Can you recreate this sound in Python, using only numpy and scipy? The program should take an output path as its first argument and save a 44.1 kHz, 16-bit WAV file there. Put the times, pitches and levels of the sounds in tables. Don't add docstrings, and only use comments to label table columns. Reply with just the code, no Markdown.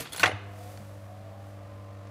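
import sys
import numpy as np
from scipy import signal
from scipy.fft import rfft, irfft
from scipy.io import wavfile

SR = 44100
rng = np.random.default_rng(int(sys.argv[2]) if len(sys.argv) > 2 else 0)


def gain_from_db(level_db):
    decades = np.asarray(level_db, float) / 20
    return 10 ** decades


def master(y):
    cut = np.clip(np.atleast_2d(y).T, -1, 1)
    pcm = np.round(cut * 32767)
    wavfile.write(sys.argv[1], SR, pcm.astype(np.int16))


N = 92610
T = np.arange(N) / SR
HIT_T = np.arange(SR // 2) / SR

# hz, density_db_per_hz
FLOOR_SPECTRUM = [(30, -23), (50, -9), (93, -4), (250, -16), (375, -16.5), (520, -13), (913, -16),
                  (14400, -50), (16000, -97)]
# time_s, level_db
THUD_LEVEL = [(0, -37), (.03, -45.5), (.11, -54.5), (.2, -58), (.3, -92)]
# hz, density_db_per_hz
THUD_SPECTRUM = [(35, -33), (60, -16), (135, -1), (526, -11.5), (1450, -13), (2530, -13), (10100, -23),
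                 (15000, -39)]
# hz, level_db, t60_s
PANEL_MODES = [(138.2, -2, 0.46), (283, -2.5, 0.14), (460.4, 1, 0.18), (644, 1.5, 0.078)]
# start_s, level_db, struck_spot_hz
BOUNCES = [(.003, -34, 4280), (.0065, -28.5, 7450), (.016, -42, 2200), (0.0545, -44, 2200),
           (.057, -36, 1500), (.073, -35, 3418), (.123, -31, 3418), (0.1306, -31.5, 3418),
           (0.1341, -30.5, 3418), (0.147, -35, 1500), (.162, -41, 7790), (.1645, -29, 3300),
           (0.183, -35, 4400), (0.1961, -23.5, 4350), (.1975, -37, 7790), (0.2, -28, 1300),
           (0.202, -32, 1400), (0.208, -42, 1500), (.218, -44, 11700)]
# hz, level_db, t60_s
CHUTE_MODES = [(3418, 0.5, 0.019), (4280, 1, 0.026), (6000, -16, 0.017), (7790, 1, 0.0095),
               (11700, -23, .02), (15000, 0, 0.012), (1500, -2, 0.025), (2200, -15, 0.022)]
# start_s, dull_db, bright_db, t60_s
SCRAPES = [(.001, -43, -44, 0.029), (.0065, -46, -37.5, 0.046), (0.021, -46, -56, 0.22),
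           (0.054, -45, -68, 0.21), (.122, -47, -46, 0.085), (0.13, -43.5, -47, 0.12),
           (.146, -43.5, -56, 0.082), (0.161, -43.5, -40.5, 0.12), (0.179, -40.5, -59, 0.12),
           (0.1956, -33.5, -34, 0.088), (.206, -38, -44.5, 0.087), (0.218, -41, -46, 0.053)]
# hz, density_db_per_hz
DULL_SPECTRUM = [(180, -18), (300, -8.5), (1080, -6), (1930, -7), (4500, -9.5), (5600, -24), (9000, -43),
                 (16000, -52)]
# hz, density_db_per_hz
BRIGHT_SPECTRUM = [(1000, -36), (3000, -19), (5000, -5), (8000, -2.5), (11000, -8), (15200, -6.5),
                   (16000, -33)]
# start_s, length_s, lower_tone_db, upper_tone_db
FLIGHTS = [
    (0, 0.055, -50, -43.5),
    (.006, 0.0045, -41, -57),
    (.013, 0.097, -56, -67),
    (0.094, 0.039, -73, -59),
    (0.12, .008, -46, -61),
    (0.1306, 0.0052, -38.5, -56),
    (0.142, 0.0076, -50, -54),
    (0.173, 0.0099, -36.5, -56),
    (0.2, 0.011, -42, -57),
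    (0.27, 0.046, -45.5, -75),
]
# hz, t60_s
TOKEN_TONES = [(9911, .25), (12610, .25)]
# hz, t60_s
ROOM_DECAY = [(150, 0.86), (600, 0.93), (1400, 0.68), (2090, 0.87), (2500, 0.6), (3600, 0.72), (5500, 0.49),
              (12000, 0.29)]
# time_s, level_db
HUM_LEVEL = [(.2, -54), (.225, -45), (.242, -41), (.27, -36), (.3, -47), (.312, -49), (.34, -33.5),
             (.39, -46), (.44, -43), (.52, -44.5), (.82, -45), (1.1, -46), (2.1, -45)]
# multiple, level_db
HUM_OVERTONES = [(1, 0.5), (2, -14), (3, -15), (5, -25), (7, -27.5), (9, -56)]
# time_s, turns_per_s, load_db
SHAFT = [(.25, 26, -6), (.4, 38, -3), (.55, 43.8, -1), (.7, 45.5, 0), (.8, 46.15, 0), (1.0, 47, 0),
         (1.5, 47.35, 0), (2.1, 47.7, 0)]
GEAR_MULTIPLES = [9.85, 12, 13, 14, 15, 16, 26.7, 21.72, 25, 36.8]
# level_db, start_s, stop_s, waver_db
GEAR_TONES = [(-64, 1.54, 2.2, 2), (-56.5, 0.6, 2.2, 0.3), (-61, 0.57, 2.2, 3.5), (-61, 0.93, 1.57, -11),
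              (-67.5, 1.4, 2, 2.5), (-63, 0.52, 0.88, 13), (-73, 1.64, 2.6, 0), (-62.5, 1.62, 2.5, 4.5),
              (-71, 1.3, 2.9, 2.5), (-76, 1.8, 3.1, 3)]
# hz, width_hz, level_db
HOUSING = [(700, 63, -5.5), (1110, 170, -8.5), (1750, 150, -21.5)]
# time_s, level_db
WHIRR_LOAD = [(.2, 8), (.9, 1), (1.3, -1), (1.6, 1), (2.1, 2)]
# middle_s, pitch_hz, level_db, length_s
GROANS = [
    (0.226, 176.4, -45.5, 0.054),
    (.45, 700, -58, 0.11),
    (0.457, 400, -59, 0.12),
    (0.584, 644, -57.5, 0.12),
    (0.624, 715.6, -57, 0.065),
    (0.675, 500, -57, 0.28),
]
# start_s, level_db, struck_spot_hz, snap_db
LANDING = [(.2303, -8, 2140, -3.5), (.2318, -21, 5500, 0), (.2325, -14.5, 1110, -1.5),
           (.234, -25, 2500, -4), (.2345, -22, 3470, 4), (0.2349, -30, 5940, 9.5), (0.2382, -14, 1527, 8.5),
           (.2405, -20.5, 600, 6), (.2436, -22, 1970, 9), (.2472, -25, 1300, 0), (.251, -25, 1024, 11),
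           (.2565, -16.5, 3320, 1), (.2575, -20.5, 5470, -13), (.259, -18, 1990, 6),
           (.2635, -30.5, 3250, 7), (.2645, -21, 795, -2.5), (.269, -30.5, 1750, 4), (.2755, -19.5, 780, 0),
           (.279, -28, 820, -16), (.293, -29, 435, 10), (.3127, -40, 2060, 15), (.3145, -33.5, 3000, 4),
           (.317, -35, 630, 14), (.3351, -43, 2080, -4)]
BOX_HZ = [158, 330, 500, 640, 754, 801, 997, 1176, 1490, 1842, 2085, 2700, 3350, 4050]
# level_db, t60_s
BOX_MODES = [(-1, 0.12), (-3.5, 0.057), (-7, 0.2), (-1, 0.15), (-0.5, 0.13), (-10.5, 0.22), (-14, 0.14),
             (-2, 0.092), (-10, 0.062), (-9, 0.073), (-2.5, 0.091), (2, 0.049), (-6, 0.032), (-13, 0.077)]
# hz, level_db, t60_s
TRAY_MODES = [(1397, -5, 0.13), (1670, 0, 0.08), (1970, 0, 0.085), (2127, -8.5, .16), (2500, -24, 0.036),
              (3000, -11, 0.063), (3590, -12, 0.11)]
# hz, density_db_per_hz
CRACK_SPECTRUM = [(180, -38), (300, -8.5), (2170, -1), (4370, -14), (6300, -18), (8640, -25.5),
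                  (13800, -35.5), (16000, -46)]
# time_s, level_db
SLEEVE_LEVEL = [(.3, -80), (.45, -69.5), (.6, -55), (.72, -54.5), (.9, -61), (1.1, -65), (1.38, -68),
                (1.47, -62.5), (1.6, -68.5), (2.1, -71)]
# hz, density_db_per_hz
CLOTH_SPECTRUM = [(500, 2), (2000, -8), (6000, -9), (12000, -10.5), (16000, -15)]
# start_s, tick_db, thump_db
LATCH = [
    (.776, -30.5, -41.5),
    (2.073, -43, -54),
]
# hz, level_db
TICK_MODES = [(1780, 1), (2380, 0), (3400, 0), (4300, 0), (5470, -4), (6300, -3), (7200, -4), (8300, -15)]
# time_s, pitch_hz, level_db
CAM_WHINE = [(1.0, 725, -87), (1.1, 722, -54), (1.18, 745, -59), (1.27, 775, -66), (1.36, 793, -60),
             (1.48, 790, -60.5), (1.56, 790, -84)]


def evened(x):
    return x / np.sqrt(np.mean(x ** 2) + 1e-20)


def read(points, hz):
    f, value = np.transpose(points)
    return np.interp(np.log(hz + 1), np.log(f + 1), value)


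def curve(points, column=1):
    p = np.array(points, float)
    return np.interp(T, p[:, 0], p[:, column])


def add(mix, start_s, sound):
    part = mix[round(start_s * SR):][:len(sound)]
    part += sound[:len(part)]


def cut(x, start_s):
    return x[round(start_s * SR):][:len(HIT_T)]


def rise(rise_s):
    return np.minimum(HIT_T / rise_s, 1)


def decay(t60_s):
    return gain_from_db(-60 * HIT_T / t60_s)


def noise(spectrum):
    white = rfft(rng.standard_normal(N))
    return evened(irfft(white * gain_from_db(read(spectrum, np.fft.rfftfreq(N, 1 / SR))), N))


def drift(hz):
    return evened(signal.lfilter(*signal.butter(2, hz, fs=SR), rng.standard_normal(N)))


def cosine(turns):
    return np.cos(2 * np.pi * turns)


def ring(modes, spread_db, spot_hz=1500, focus_db_per_octave=0):
    out = np.zeros(len(HIT_T))
    for hz, db, t60_s in modes:
        level_luck, pitch_luck = rng.standard_normal(2)
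        db = db + spread_db * level_luck - focus_db_per_octave * abs(np.log2(hz / spot_hz))
        out += gain_from_db(db) * decay(t60_s) * np.sin(2 * np.pi * hz * (1 + 0.0019 * pitch_luck) * HIT_T)
    return out / abs(out).max()


def room_floor():
    level_db, swell_db = -54, 0.7
    return gain_from_db(level_db + swell_db * drift(2.6)) * noise(FLOOR_SPECTRUM)


def slot_thud():
    return gain_from_db(curve(THUD_LEVEL) + 0.91 * drift(35)) * noise(THUD_SPECTRUM)


def chute():
    out = np.zeros(N)
    for start_s, db, spot_hz in BOUNCES:
        add(out, start_s, gain_from_db(db) * rise(0.00035) * ring(CHUTE_MODES, 0.74, spot_hz, 24.0))
    dull = noise(DULL_SPECTRUM)
    bright = noise(BRIGHT_SPECTRUM) * gain_from_db(2.3 * drift(280))
    for start_s, dull_db, bright_db, t60_s in SCRAPES:
        hiss = cut(gain_from_db(dull_db) * dull + gain_from_db(bright_db) * bright, start_s)
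        add(out, start_s, hiss * (decay(t60_s) + 0.4 * decay(0.005)) * rise(0.00092))
    for start_s, length_s, *levels_db in FLIGHTS:
        free = rise(0.001) * gain_from_db(-1500 * np.maximum(HIT_T - length_s, 0))
        for (hz, t60_s), db in zip(TOKEN_TONES, levels_db):
            level = gain_from_db(db + 1.1 * drift(78)[:len(HIT_T)]) * decay(t60_s)
            add(out, start_s, free * level * np.sin(2 * np.pi * hz * (HIT_T + start_s)))
    return out


def front_panel():
    out = np.zeros(N)
    add(out, 0.004, gain_from_db(-32) * ring(PANEL_MODES, 2.2))
    return out


def room(hits):
    level_db, spacing = -14, 20
    blurred = hits * (0.34 + 0.77 * drift(113))
    taps = np.zeros(SR)
    at = np.arange(300, SR - spacing, spacing)
    taps[at + rng.integers(0, spacing, len(at))] = rng.choice([-1., 1.], len(at))
    hz, t, z = signal.stft(taps, SR, nperseg=256)
    t60_s = np.maximum(read(ROOM_DECAY, hz), 0.05)[:, None]
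    tail = signal.istft(z * gain_from_db(-60 * t / t60_s), SR, nperseg=256)[1]
    return gain_from_db(level_db) * signal.fftconvolve(blurred, tail / np.linalg.norm(tail))[:N]


def motor():
    hum_hz, hum_waver_db, whirr_db = 100.3, 1.5, -60
    hum = np.zeros(N)
    for k, db in HUM_OVERTONES:
        waver_db = (k > 1) * hum_waver_db * drift(6.7)
        hum += gain_from_db(db + waver_db) * cosine(k * hum_hz * T + 0.282 * k)
    hum *= gain_from_db(curve(HUM_LEVEL))

    shaft_turns = np.cumsum(curve(SHAFT) * (1 + 0.00072 * drift(2.9))) / SR
    gears = np.zeros(N)
    for k, (db, start_s, stop_s, waver_db) in zip(GEAR_MULTIPLES, GEAR_TONES):
        engaged = np.clip(np.minimum(T - start_s, stop_s - T) / 0.09, 0, 1)
        level = gain_from_db(db + waver_db * np.tanh(drift(14)))
        gears += engaged * level * cosine(k * shaft_turns + rng.random())

    pulsing = rng.standard_normal(N) * (1 + 0.55 * cosine(shaft_turns))
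    whirr = np.zeros(N)
    for hz, width_hz, db in HOUSING:
        whirr += gain_from_db(db) * evened(signal.lfilter(*signal.iirpeak(hz, hz / width_hz, SR), pulsing))
    whirr = gain_from_db(whirr_db + curve(WHIRR_LOAD)) * evened(whirr)

    switched_on = np.clip((T - 0.2) / 0.0094, 0, 1)
    load = gain_from_db(curve(SHAFT, column=2))
    return switched_on * (np.sqrt(2) * hum + load * (np.sqrt(2) * gears + whirr))


def groans():
    out = np.zeros(N)
    for middle_s, hz, db, length_s in GROANS:
        swell_db = -20 * ((T - middle_s) / length_s) ** 2
        out += gain_from_db(db + 2.0 * drift(30) + swell_db) * cosine(hz * T)
    return np.sqrt(2) * out


def landing():
    out, hiss = np.zeros(N), noise(CRACK_SPECTRUM)
    modes = [(hz, *mode) for hz, mode in zip(BOX_HZ, BOX_MODES)] + TRAY_MODES
    for start_s, db, spot_hz, snap_db in LANDING:
        crack = cut(hiss, start_s) * gain_from_db(-10) * decay(0.04)
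        snap_rise = 1 - np.exp(-HIT_T / 0.00019)
        snap = gain_from_db(snap_db) * decay(0.016) * snap_rise * np.sin(2 * np.pi * spot_hz * HIT_T)
        body = ring(modes, 4.3, spot_hz, 5)
        add(out, start_s, gain_from_db(db) * rise(0.0015) * (body + crack + snap))
    return out


def sleeve():
    return gain_from_db(curve(SLEEVE_LEVEL) + 0.52 * drift(40)) * noise(CLOTH_SPECTRUM)


def latch():
    out = np.zeros(N)
    tick_modes = [(hz, db, 0.008) for hz, db in TICK_MODES]
    for start_s, tick_db, thump_db in LATCH:
        for late_s, db in ((-0.0018, 0.5), (-0.0005, -0.5)):
            add(out, start_s + late_s, gain_from_db(tick_db + db) * rise(0.00017) * ring(tick_modes, 2.5))
        add(out, start_s + 0.00288, gain_from_db(thump_db) * ring([(713, 16, 0.082), (525, -12, 0.2)], 1.7))
        low = ring([(147.5, 0.46, 0.49), (207, 1.4, 0.12)], 2.1)
        add(out, start_s + 0.0235, gain_from_db(thump_db + 1.5) * low)
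    return out


def cam_whine():
    level = gain_from_db(curve(CAM_WHINE, column=2) + 2.2 * drift(21))
    return np.sqrt(2) * level * cosine(np.cumsum(curve(CAM_WHINE)) / SR)


def scene():
    hits = chute() + front_panel() + landing() + latch()
    machine = motor() + groans() + cam_whine()
    surroundings = room_floor() + slot_thud() + sleeve()
    return (hits + room(hits) + machine + surroundings)[None]


def band_limit(x):
    return signal.sosfilt(signal.butter(12, 16370, fs=SR, output="sos"), x)


def record(dry):
    low_cut_hz, edge_hz = 45, 15650
    mic = signal.sosfilt(signal.butter(3, low_cut_hz, "high", fs=SR, output="sos"), dry)
    mix = signal.oaconvolve(mic, signal.firwin(511, edge_hz, fs=SR)[None], "same")
    return band_limit(mix)


dry = scene()
out = record(dry)
master(out)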